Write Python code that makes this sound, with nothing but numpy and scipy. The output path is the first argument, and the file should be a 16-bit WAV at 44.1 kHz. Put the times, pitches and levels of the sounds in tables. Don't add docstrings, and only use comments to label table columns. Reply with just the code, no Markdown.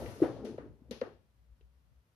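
import sys
import numpy as np
from scipy import signal
from scipy.fft import rfft, irfft, next_fast_len
from scipy.io import wavfile
from scipy.ndimage import uniform_filter1d

SR = 44100
rng = np.random.default_rng(int(sys.argv[2]) if len(sys.argv) > 2 else 0)


def unload_wav(signal):
    wavfile.write(
        sys.argv[1],
        SR,
        np.round(np.clip(np.atleast_2d(signal).T, -1, 1) * 32767).astype(np.int16),
    )


def volts_from_decibels(level):
    exponent = np.asarray(level, float) / 20
    return 10 ** exponent


N = 94815

# pitch_hz, level_db (per hertz)
AIR_COLOUR = [(90, -2.5), (200, -13), (400, -28.5), (1000, -23), (3000, -30), (7000, -38), (14500, -36)]
# time_s, hum_db, rumble_db
HUM_LEVELS = [(0.0, -55.5, -41), (0.17, -68.5, -57.5), (0.23, -66, -47), (0.35, -58, -53), (0.58, -71, -58),
              (0.71, -62, -52.5), (0.79, -79, -70.5), (0.83, -64, -65), (1.08, -72.5, -63.5),
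              (1.33, -71.5, -76.5), (1.41, -64, -72), (1.83, -69, -78), (1.93, -76, -69),
              (1.98, -61, -81.5), (2.07, -91.5, -84.5), (2.15, -76, -82.5)]
# time_s, scrape_db
DRAG_LEVELS = [(0, -55), (.05, -61), (.1, -60.5), (.18, -66.5), (.23, -63), (.27, -66), (.32, -91.5)]
# pitch_hz, level_db
SCRAPE_COLOUR = [(500, 2.5), (1200, -1.5), (2400, -6), (5000, -6), (9000, -6), (12000, -6), (14500, -18)]
# time_s, rumble_db, pitch_shift_share (0 low, 1 high)
SHOVE_LEVELS = [(0, -40, 0.81), (.05, -41, 0.5), (.1, -46.5, 0.77), (.18, -52.5, 0), (.38, -50.5, 0.77),
                (.44, -42, 0), (.5, -41.5, 0.08), (.57, -54, 0.1), (.66, -54, 0.02), (.79, -68.5, 0.1),
                (.88, -68.5, 0.97), (1.2, -84.5, 0.63)]
# time_s, level_db
RUB_LEVELS = [(.2, -100), (.25, -69.5), (.34, -71), (.43, -80), (.47, -100)]
# pitch_hz, level_db, t60_s (time to fade by 60 dB)
DESK_MODES = [(135, -9.5, 0.3), (236, -1, 0.098), (272.8, 3.5, .12), (301, -4, .1), (339.2, 0.5, .14),
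              (392.6, -1, 0.045), (431, 1, .18), (470.3, -9.5, 0.19), (523.4, -9.5, .14), (566, -10, 0.45),
              (770, -10.5, 0.1039), (867, -14, .1), (1077, -14.5, 0.3), (1258, -13.5, .08)]
# start_s, level_db, pitch_hz,
# rise_cycles, extra_pitch_share (at the start)
CASE_THUMPS = [
    (.2161, -14.5, 295, .8, .7),
    (.9098, -34, 480, .8, .02),
    (.9072, -38, 230, .65, .02),
    (1.0140, -24, 500, .9, .05),
               (0.058, -39, 456, 0.98, 0.16), (0.2015, -35, 495, 0.47, 0.16),
                (0.216, -33.5, 135, 0.29, 0.38), (0.238, -29, 415, 0.34, 0.34),
                (.363, -42, 557, 0.75, 0.18), (0.4499, -31.5, 441, 0.43, 0.48),
                (.542, -39, 380, 0.39, 0.24), (0.5819, -31.5, 500, 0.51, 0.23),
                (.655, -49, 370, 0.82, 0.086), (.816, -51.5, 245, 0.46, 0.12),
                (0.892, -49.5, 233, 0.51, 0.36), (1.0154, -40.5, 232.4, 0.606, 0.29),
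                (1.608, -63.5, 418, 0.56, 0.083)]
# start_s, level_db, centre_hz, width_hz, room_db
CONTACT_SNAPS = [(0.0604, -29, 2240, 1480, -12), (0.2186, -34, 1440, 900, -2.5), (.222, -40, 850, 900, -2),
                 (0.363, -37.5, 840, 600, -28), (0.4482, -39.5, 3800, 8450, 6),
                 (0.5795, -36.5, 1200, 1270, -4.5), (0.584, -48.5, 3830, 900, -23),
                 (0.9105, -25, 3890, 5126, -4.5), (0.9105, -36, 9700, 5000, -1.5),
                 (1.0127, -29, 3660, 2600, -18), (1.0150, -22, 1318, 1400, -13.5),
                 (1.137, -59, 2148, 1550, -22.5), (1.6107, -50, 2650, 1400, -18)]
# pitch_hz, level_db, t60_s
ROOM_BANDS = [(173.7, -1, .45), (337, -16, .4), (700, -6, 0.19), (1400, -4, 0.3), (2810, -10, 0.44),
              (5600, -10.5, 0.46), (11800, -9, .48)]
# pitch_hz, left_over_right_db
LEFT_LEAN = [(60, 3), (110, 8.5), (200, 6.5), (370, 2.5), (680, 3.5), (1240, 7), (2270, 2.5), (4160, 8),
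             (7620, 5.5), (14000, 0.5)]


def level(x, db):
    return x * volts_from_decibels(db) / np.sqrt(np.mean(x ** 2))


def colour(x, points):
    n = next_fast_len(x.shape[-1] + 2048)
    p = np.array(points, float)
    hz = np.maximum(np.arange(n // 2 + 1) * SR / n, 1)
    gain = volts_from_decibels(np.interp(np.log(hz), np.log(p[:, 0]), p[:, 1], left=-60))
    return irfft(rfft(x, n) * gain, n)[..., :x.shape[-1]]


def band(x, hz, width_hz):
    return signal.lfilter(*signal.iirpeak(hz, hz / width_hz, SR), x)


def curve(table, column):
    p = np.array(table, float)
    return volts_from_decibels(np.interp(np.arange(N) / SR, p[:, 0], p[:, column]))


def walk(rate_hz):
    hold = int(SR / rate_hz)
    steps = np.repeat(rng.standard_normal(N // hold + 1), hold)
    return uniform_filter1d(steps, hold)[:N]


def stereo_noise(size):
    split_hz = 500
    noise = rng.standard_normal((3, size))
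    shared_bass = signal.lfilter(*signal.butter(2, split_hz, fs=SR), noise[0])
    return shared_bass + signal.lfilter(*signal.butter(2, split_hz, "high", fs=SR), noise[1:])


def pan(db):
    return volts_from_decibels(np.array([[db], [-db]]) / 2)


def background():
    air = level(colour(stereo_noise(size=N), AIR_COLOUR), -78) * volts_from_decibels(0.573 * walk(12))
    hum_hz, waver_hz, flutter_db = 62, 3.2, 6
    turns = np.cumsum(hum_hz + waver_hz * walk(12)) / SR
    port_drift = 0.4 * np.array([walk(8.2), walk(18)])
    hum = np.sin(2 * np.pi * turns + port_drift) * volts_from_decibels(4 + flutter_db * walk(29))
    low = rng.standard_normal((3, N))
    rumble = level(band(band(low[0] + 1.35 * low[1:], 100, 57.8), 120, 90), 0)
    machine = hum * curve(HUM_LEVELS, 1) + rumble * curve(HUM_LEVELS, 2)
    return air + machine * pan(5.5)


def desk(force):
    ln_60_db = np.log(1000)
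    return sum(volts_from_decibels(db) * band(force, hz, ln_60_db / np.pi / t60) for hz, db, t60 in DESK_MODES)


def drag():
    grains = rng.standard_normal((2, N)) * volts_from_decibels(1.8 * rng.exponential(size=N) + 1.5 * walk(60))
    scrape = level(colour(grains, SCRAPE_COLOUR), 0) * curve(DRAG_LEVELS, 1)
    rub_hz = 3800
    rub = level(band(band(grains[::-1], rub_hz, 4900), rub_hz, 6500), 0) * curve(RUB_LEVELS, 1)

    shoves = rng.standard_normal(N) * volts_from_decibels(1.65 * walk(45.79))
    time_s, shift = np.array(SHOVE_LEVELS)[:, ::2].T
    high = np.clip(np.interp(np.arange(N) / SR, time_s, shift), 0, 1)
    low_ring = level(desk(band(shoves, 310, 150)), 0)
    high_ring = level(desk(band(shoves, 570, 250)), 0)
    ring = (1 - high) * low_ring + high * high_ring
    return scrape + rub, ring * curve(SHOVE_LEVELS, 1)


def thumps():
    size = 2048
    out, t = np.zeros(N + size), np.arange(size) / SR
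    for start_s, db, hz, rise, sag in CASE_THUMPS:
        u = t * hz / rise
        turns = rise * (u + sag * 2 * (1 - np.exp(-u / 2)))
        swell = (u / 3 * np.exp(1 - u / 3)) ** 3
        start = int(start_s * SR)
        out[start:start + size] += volts_from_decibels(db) * swell * np.sin(2 * np.pi * turns)
    return out[:N]


def snaps():
    size, fade_s = 2048, 0.004
    near, far, t = np.zeros((2, N + size)), np.zeros(N + size), np.arange(size) / SR
    noises = rng.standard_normal((len(CONTACT_SNAPS), 2, size))
    for (start_s, db, hz, width_hz, room_db), noise in zip(CONTACT_SNAPS, noises):
        gain = volts_from_decibels(db) * np.sqrt(SR / 2 / width_hz)
        wide_hz = min(2 * width_hz, SR / 3)

        def shell(x):
            return gain * band(band(band(x, hz, width_hz), hz, wide_hz), hz, wide_hz)

        tick = shell(2. * (t == 0))
        spit = shell(noise * np.exp(-t / fade_s))
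        here = slice(int(start_s * SR), int(start_s * SR) + size)
        near[:, here] += 0.25 * tick + 0.11 * spit
        far[here] += volts_from_decibels(room_db) * tick
    return near[:, :N], far[:N]


def rattle(blows):
    fade_s, hz = 0.049, 420
    fade = np.exp(-1 / (fade_s * SR))
    shake = signal.lfilter([1 - fade], [1, -fade], np.abs(blows))
    low = rng.standard_normal((3, N))
    shiver = band(band(low[0] + 0.65 * low[1:], hz, 210), hz, 550)
    return level(shiver, 1) * shake


def room(x):
    delay_s = 0.0014
    t = np.arange(SR // 2 * 2) / SR
    tail = 0
    for hz, db, t60 in ROOM_BANDS:
        fade = np.exp(-np.log(1000) * t / t60) * np.clip(t / delay_s - 1, 0, 1)
        octave = band(band(stereo_noise(size=len(t)), hz, hz), hz, hz) / np.sqrt(hz / 10)
        tail = tail + volts_from_decibels(db) * fade * octave
    return signal.fftconvolve(x[None], tail, axes=1)[:, :N]


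def scene():
    blows = thumps()
    clicks, sent = snaps()
    scrape, rumble = drag()
    body = blows + volts_from_decibels(-34.5) * 10 * desk(blows) + rumble
    tail = room(volts_from_decibels(7) * sent + volts_from_decibels(5) * scrape[0])
    tail = signal.sosfilt(signal.ellip(6, .5, 40, 11700, fs=SR, output="sos"), tail)
    body_tail = volts_from_decibels(-25.5) * room(blows + rumble)
    near = body + body_tail + rattle(blows) + clicks + scrape + tail

    lean = [(1, 0), *LEFT_LEAN]
    ports = np.array([colour(near[k], [(hz, db * (.5 - k)) for hz, db in lean]) for k in range(2)])
    dip_hz, sharpness = 7715, 3.9
    return ports - 0.75 * band(ports, dip_hz, dip_hz / sharpness) + background()


def top_cut(x):
    return signal.sosfilt(signal.butter(12, 14560, fs=SR, output="sos"), x)


def record(dry):
    cut = signal.sosfilt(signal.ellip(8, .2, 70, 14600, fs=SR, output="sos"), dry)
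    return top_cut(cut)


dry = scene()
out = record(dry)
unload_wav(out)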